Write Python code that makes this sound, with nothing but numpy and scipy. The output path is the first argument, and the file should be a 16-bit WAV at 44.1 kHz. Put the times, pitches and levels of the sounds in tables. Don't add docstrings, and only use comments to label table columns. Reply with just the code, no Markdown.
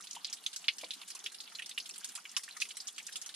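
import sys
import numpy as np
from scipy import signal
from scipy.fft import rfft, irfft
from scipy.io import wavfile
from scipy.ndimage import uniform_filter1d, map_coordinates

SR = 44100
rng = np.random.default_rng(int(sys.argv[2]) if len(sys.argv) > 2 else 0)


def bounce(signal):
    frames = np.transpose(np.atleast_2d(signal))
    limited = np.clip(frames, -1, 1)
    pcm = np.round(limited * 32767).astype(np.int16)
    wavfile.write(sys.argv[1], SR, pcm)


def invert_db(level):
    return 10 ** (np.asarray(level, dtype=float) / 20)


N = 147735
LENGTH = 8192
ROCK_ECHO_DB = 3.5
LUMP_DB = 1.5
PATCH_DB = 2.5
POOL_CYCLES = 14


def unit(x):
    return x / np.sqrt(np.mean(x ** 2) + 1e-20)


def along(points, hz):
    f, v = np.transpose(points)
    return np.interp(np.log(hz + 1), np.log(f + 1), v)


def wobble(rate, size):
    knots = rng.standard_normal(int(size * rate / SR) + 4)
    return map_coordinates(knots, [np.arange(size) * rate / SR])


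def pair(mid, side):
    # pitch_hz, likeness [0 to 1]
    likeness = [(300, 0.28), (1400, 0.13), (2200, 0.69), (3300, 1), (6800, 0.12), (14000, 0.053)]
    size = mid.shape[-1]
    turn = np.arccos(np.clip(along(likeness, np.fft.rfftfreq(size, 1 / SR)), -1, 1)) / 2
    a = rfft(mid) * np.cos(turn)
    b = rfft(side) * np.sin(turn)
    return irfft(np.array([a + b, a - b]), size)


def rush(spectrum, patchy_db):
    _, _, z = signal.stft(rng.standard_normal((2, N + 512)), SR, nperseg=512)
    field = uniform_filter1d(rng.standard_normal(z.shape[1:]), size=6, axis=0)
    field = uniform_filter1d(field, size=5, axis=1)
    mid, side = signal.istft(z * invert_db(patchy_db * unit(field)), nperseg=512)[1][:, :N]
    both = rfft(pair(mid, side)) * invert_db(along(spectrum, np.fft.rfftfreq(N, 1 / SR)))
    return unit(irfft(both, N))


def echoes():
    # pitch_hz, t60_s
    rock_decay = [(300, 0.84), (700, 0.09), (3000, 0.1), (10000, 0.25)]
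    near_db, near_t60_s = 12.5, 0.051
    gap_s = 0.0013
    size = LENGTH // 2
    hz, t, z = signal.stft(rng.standard_normal((2, size)), SR, nperseg=128)
    far = invert_db(-60 * t / along(rock_decay, hz)[:, None])
    near = invert_db(near_db - 60 * t / near_t60_s)
    tail = signal.istft(z * (far + near), SR, nperseg=128)[1][:, :size]
    tail = pair(*(tail * invert_db(LUMP_DB * wobble(474, size))))
    tail = tail / np.sqrt(np.sum(tail ** 2) / 2)
    return np.pad(tail, ((0, 0), (round(gap_s * SR), 0)))[:, :size]


def bubble(hz, cycles, t):
    soft_turns, pitch_rise = 0.6, 0.042
    turns = hz * t
    swell = (1 - np.exp(-turns / soft_turns)) ** 2 * invert_db(-60 * turns / cycles)
    return swell * np.sin(2 * np.pi * turns * (1 + pitch_rise * np.minimum(turns / cycles, 1) / 2))


def add(out, s, db, sound, pitch_hz, echo_db):
    side_db, side_spread_db = -3.5, -0.7
    lag_s, travel_s = 0.00004, 0.000244
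    wall_s, wall_db = 0.0043, -7
    hz = np.fft.rfftfreq(LENGTH, 1 / SR)
    ears = np.array([[.5], [-.5]])
    where = rng.standard_normal(2)
    delay_s = ears * lag_s * (1 + where[1]) + travel_s
    direct = invert_db(ears * (side_db + side_spread_db * where[0])) * np.exp(-2j * np.pi * hz * delay_s)
    wall = 1 + invert_db(wall_db) * np.exp(-2j * np.pi * hz * wall_s)
    u = 1j * hz / (0.48 * pitch_hz)
    thin = (u * u / (1 + np.sqrt(2) * u + u * u)) ** 2
    path = direct * wall + invert_db(echo_db) * rfft(echoes(), LENGTH)
    heard = irfft(rfft(sound, LENGTH) * thin * path, LENGTH)
    out[:, round(s * SR):][:, :LENGTH] += invert_db(db) * heard / np.abs(heard.mean(axis=0)).max()


def bare_bubbles(events, gain_db, cycles, echo_db):
    out, t = np.zeros((2, N + LENGTH)), np.arange(LENGTH // 4) / SR
    for s, db, hz in events:
        add(out, s, db + gain_db, bubble(hz, cycles, t), hz, echo_db)
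    return out[:, :N]


def forest():
    # pitch_hz, level_db [per Hz]
    air_colour = [(82, -34), (140, -8), (171, 5.5), (204, 6.5), (549, 0), (732, -4.5), (933, -9),
                  (1200, 2.5), (1560, -1.5), (2640, -120)]
    # time_s, level_db
    air_swell = [(0.0, -75), (0.33, -77.5), (1.17, -74.5), (1.6, -75.5), (1.92, -73.5), (2.32, -77.5),
                 (2.96, -75.5), (3.35, -76.5)]
    s, db = np.transpose(air_swell)
    swell_db = np.interp(np.arange(N) / SR, s, db - db.mean())
    return invert_db(-70.5 + swell_db) * rush(air_colour, PATCH_DB)


def trickle():
    # pitch_hz, level_db [per Hz]
    film_colour = [(420, -39), (700, -1.5), (2200, -3.5), (5500, -10.5), (8500, -11), (11000, -15.5),
                   (13800, -32), (15500, -49)]
    flow_db = 2 * wobble(20.0, N)
    return invert_db(-63 + flow_db) * rush(film_colour, PATCH_DB)


def patter(level_db, pitch_hz, cycles, count):
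    pitch_spread, size_db = 0.45, 3.5
    t, out = np.arange(256) / SR, 0
    for group in range(3):
        u, g = rng.random((count, 2)), rng.standard_normal(count)
        hz = np.clip(pitch_hz * np.exp(pitch_spread * g), 3000, 13000)[:, None]
        grains = bubble(hz, cycles, t) * invert_db(-size_db * np.log(u[:, 1:] + .03))
        at = (u[:, :1] * N).astype(int) + np.arange(len(t))
        line = np.bincount(at.ravel(), grains.ravel())[None]
        tail = invert_db(ROCK_ECHO_DB) * echoes()
        tail[[0, 1], [2 * group, 4 - 2 * group]] += 1
        heard = signal.fftconvolve(line, tail, axes=1)
        out = out + np.pad(heard, ((0, 0), (0, N)))[:, :N]
    return invert_db(level_db) * unit(out)


def droplets():
    return patter(level_db=-61, pitch_hz=4800, cycles=14, count=200)


def froth():
    return patter(level_db=-62, pitch_hz=7060, cycles=7, count=500)


def echoing_bubbles():
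    # start_s, peak_db, pitch_hz
    echoing_events = [
        (0.83, -55, 292),
        (0.959, -61.5, 278),
        (1.24, -60.5, 390),
        (2.367, -41, 1133),
    ]
    return bare_bubbles(echoing_events, 0, POOL_CYCLES, 2 * ROCK_ECHO_DB)


def pool_plops():
    # start_s, peak_db, pitch_hz
    plop_events = [(0.165, -42, 904), (0.832, -41.5, 648), (1.018, -51, 984), (1.151, -51.5, 1024),
                   (1.519, -50.5, 1700), (2.012, -49.5, 1520), (2.176, -47.5, 1124), (2.368, -42, 1540),
                   (2.479, -41, 1740), (2.568, -60, 1740), (3.09, -43.5, 1700)]
    return bare_bubbles(plop_events, 1, POOL_CYCLES, 1)


def clear_bubbles():
    # start_s, peak_db, pitch_hz
    ring_events = [(.163, -37, 3060), (0.2456, -30, 4780), (0.2459, -39, 3640), (.27, -36, 7150),
                   (.277, -39, 3370), (0.284, -39, 3950), (.289, -46, 2700), (0.4634, -26.5, 3400),
                   (.465, -27.5, 6260), (0.6275, -44, 7660), (0.6836, -23, 2223), (0.682, -24, 4360),
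                   (.767, -43.5, 8600), (.836, -39, 2290), (1.3857, -44, 5000), (2.038, -42, 3300),
                   (2.058, -42.5, 3200), (2.075, -39, 6600), (2.155, -43, 2500), (2.176, -36, 6500),
                   (2.201, -52, 5000), (2.2537, -38.5, 2860), (2.277, -46, 7050), (2.3655, -25.5, 5450),
                   (2.394, -45, 1990), (2.51, -38.5, 4070), (2.602, -38, 3930), (2.602, -38, 6000),
                   (2.6196, -23.5, 2580), (2.648, -48, 9600), (2.8715, -37, 5800), (2.885, -34, 3370),
                   (3.2535, -46.5, 3160),
                   (.003, -48.5, 1270), (.024, -38, 5800), (0.132, -42, 9000), (.385, -47.5, 3800),
                   (.517, -45, 5000), (.591, -45, 5940), (.736, -46.5, 6400), (.835, -47, 1016),
                   (0.837, -51.5, 510), (.985, -52, 4730), (1.118, -40, 5000), (1.165, -48.5, 2700),
                   (1.192, -40, 6200), (1.202, -43.5, 3470), (1.256, -37, 5300), (1.3, -44, 4000),
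                   (1.554, -33, 4150), (1.569, -44, 7000), (1.587, -37.5, 2980), (1.596, -36.5, 1890),
                   (1.645, -41, 3420), (1.747, -46, 6600), (1.826, -40, 6100), (1.859, -40, 3330),
                   (1.897, -42, 2690), (1.91, -40, 5370), (1.938, -44.5, 3520), (1.964, -46.5, 3100),
                   (2.178, -42, 2600), (2.185, -46, 1410), (2.342, -51, 1920), (2.527, -44, 4130),
                   (2.77, -32.5, 9470), (2.803, -33, 5000), (2.99, -38, 3300), (3.0, -40.5, 2330),
                   (3.084, -41, 2610), (3.136, -37, 5000), (3.168, -36, 7300), (3.295, -47, 1680)]
    return bare_bubbles(ring_events, 0, 18, -1)


def spray(t):
    # pitch_hz, level_db [per Hz]
    spray_colour = [(500, -30), (1200, -2), (2600, -11.5), (4500, -3.5), (7500, -3.5), (10000, -8.5),
                    (12000, -18.5), (15000, -22.5)]
    build_s, t60_s, late_s = 0.0037, 0.0048, 0.0004
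    hz = np.fft.rfftfreq(len(t), 1 / SR)
    colour = invert_db(along(spray_colour, hz)) * np.exp(-2j * np.pi * hz * late_s)
    u = t / (build_s * rng.random() ** 2 + t60_s / 10)
    burst = rng.laplace(size=len(t)) * u * np.exp(-u)
    lumps = invert_db(LUMP_DB * wobble(SR / 60, len(hz)))
    hiss = irfft(rfft(burst) * colour * lumps)
    return hiss / np.abs(hiss).max()


def rock_drops():
    # start_s, peak_db, pitch_hz, spray_db [over the bubble]
    drop_events = [(0.0388, -35, 2940, -2.5), (0.071, -32.5, 3850, -8), (0.1097, -30, 5970, -40),
                   (0.131, -33.5, 6000, -16), (0.15, -32.5, 3380, 3.5), (0.2468, -19, 4340, -25),
                   (0.2992, -30.5, 6140, -25), (0.3278, -26.5, 5500, -11), (0.3703, -41.5, 3320, -9),
                   (0.4386, -39.5, 3530, -6), (0.4626, -22, 3720, -14.5), (0.53, -34, 3700, -5),
                   (0.5614, -28.5, 5700, -6.5), (0.6423, -32.5, 2970, -15.5), (0.6829, -12.5, 2905, -25),
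                   (0.737, -55, 6400, -21), (0.7834, -32, 5300, -7.5), (0.8111, -35.5, 2900, -2),
                   (0.8432, -30, 4000, -14), (0.885, -39, 8100, -24), (0.907, -22.5, 3560, -16.5),
                   (0.9349, -34, 3600, -10), (1.0159, -32, 3370, -7.5), (1.077, -35, 7600, -3),
                   (1.102, -29, 5200, 8),
                   (1.1504, -30.5, 7050, -7.5), (1.1907, -39, 5960, -18), (1.2397, -33, 5460, -4),
                    (1.2617, -23.5, 3050, -17), (1.3175, -40.5, 1830, 4), (1.345, -33, 3620, -5.5),
                    (1.403, -31, 4040, -12.5), (1.4383, -39.5, 4360, -14), (1.476, -37.5, 3170, -28),
                    (1.5204, -43, 1590, -2), (1.5505, -32, 4060, -13), (1.5924, -27.5, 2700, -12.5),
                    (1.6216, -28.5, 2820, -11), (1.6601, -34.5, 4800, -9), (1.692, -32, 6900, 15),
                    (1.7121, -31.5, 3580, -31), (1.7773, -20, 2930, -17), (1.8569, -35, 3260, -4.5),
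                    (1.892, -30.5, 7340, -10), (1.9405, -36, 5700, -6), (1.9584, -38, 3070, 9),
                    (1.9798, -33.5, 8800, -28), (2.008, -36.5, 6430, -17), (2.0434, -28, 3460, 4.5),
                    (2.088, -34.5, 5600, 1), (2.12, -39, 9200, -32), (2.152, -26.5, 7900, -6.5),
                   (2.2533, -32, 2410, -18), (2.293, -36, 5640, -11), (2.3156, -33.5, 7100, -38),
                  (2.3657, -19.5, 3030, -6.5), (2.4325, -33.5, 7500, 10), (2.4875, -35.5, 2830, -5),
                  (2.5664, -33.5, 1800, -0.5), (2.608, -30.5, 8300, 4), (2.6167, -23.5, 4360, -11),
                  (2.6528, -36.5, 2530, -6), (2.688, -34, 7300, -10.5), (2.7071, -31.5, 3120, -12),
                  (2.768, -27.5, 4870, 10), (2.802, -33, 4900, -9), (2.8771, -27.5, 6900, -10),
                  (2.926, -43, 8960, -46), (2.9626, -43, 4550, -3), (2.9804, -31, 2830, -2.5),
                  (3.0283, -35.5, 6600, -23), (3.067, -26.5, 6640, -6.5), (3.1226, -34, 3550, -2.5),
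                  (3.157, -28.5, 3250, -7), (3.2153, -32.5, 6350, -14), (3.2612, -34.5, 6800, -2.5),
                  (3.2914, -30.5, 3860, -14),
                   (0.0074, -36.5, 5600, 5),
        (1.0316, -41, 2650, -16),
        (1.8012, -26, 4600, -22),
        (2.6, -36, 2440, 7),
        (2.7561, -41, 5130, -22),
        (3.3414, -33.5, 3630, -8),
    ]
    out, t = np.zeros((2, N + LENGTH)), np.arange(LENGTH // 4) / SR
    for s, db, hz, spray_db in drop_events:
        hiss = spray(t)
        pop = bubble(hz, 6.07 - 0.02 * (db + 14), t)
        splash = pop / pop.max() + invert_db(4.5 + spray_db) * hiss
        add(out, s, db - 2.5, splash, min(hz, 3500), ROCK_ECHO_DB)
    return out[:, :N]


def scene():
    background = forest() + trickle() + droplets() + froth()
    water = echoing_bubbles() + pool_plops() + clear_bubbles()
    return background + water + rock_drops()


def band_limit(x):
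    return signal.sosfilt(signal.butter(12, 15740, fs=SR, output="sos"), x)


def record(dry):
    port_hz, port_width_hz, port_db = 9880, 1000, -1
    low_cut = signal.butter(6, 119, "high", fs=SR, output="sos")
    top_cut = signal.butter(8, 14100, "low", fs=SR, output="sos")
    resonance = signal.lfilter(*signal.iirpeak(port_hz, port_hz / port_width_hz, SR), dry)
    port = dry + invert_db(port_db) * resonance
    self_noise = invert_db(-108) * rush([(110, 0), (400, -50)], 0)
    mix = signal.sosfilt(np.vstack([low_cut, top_cut]), port) + self_noise
    return band_limit(mix)


dry = scene()
out = record(dry)
bounce(out)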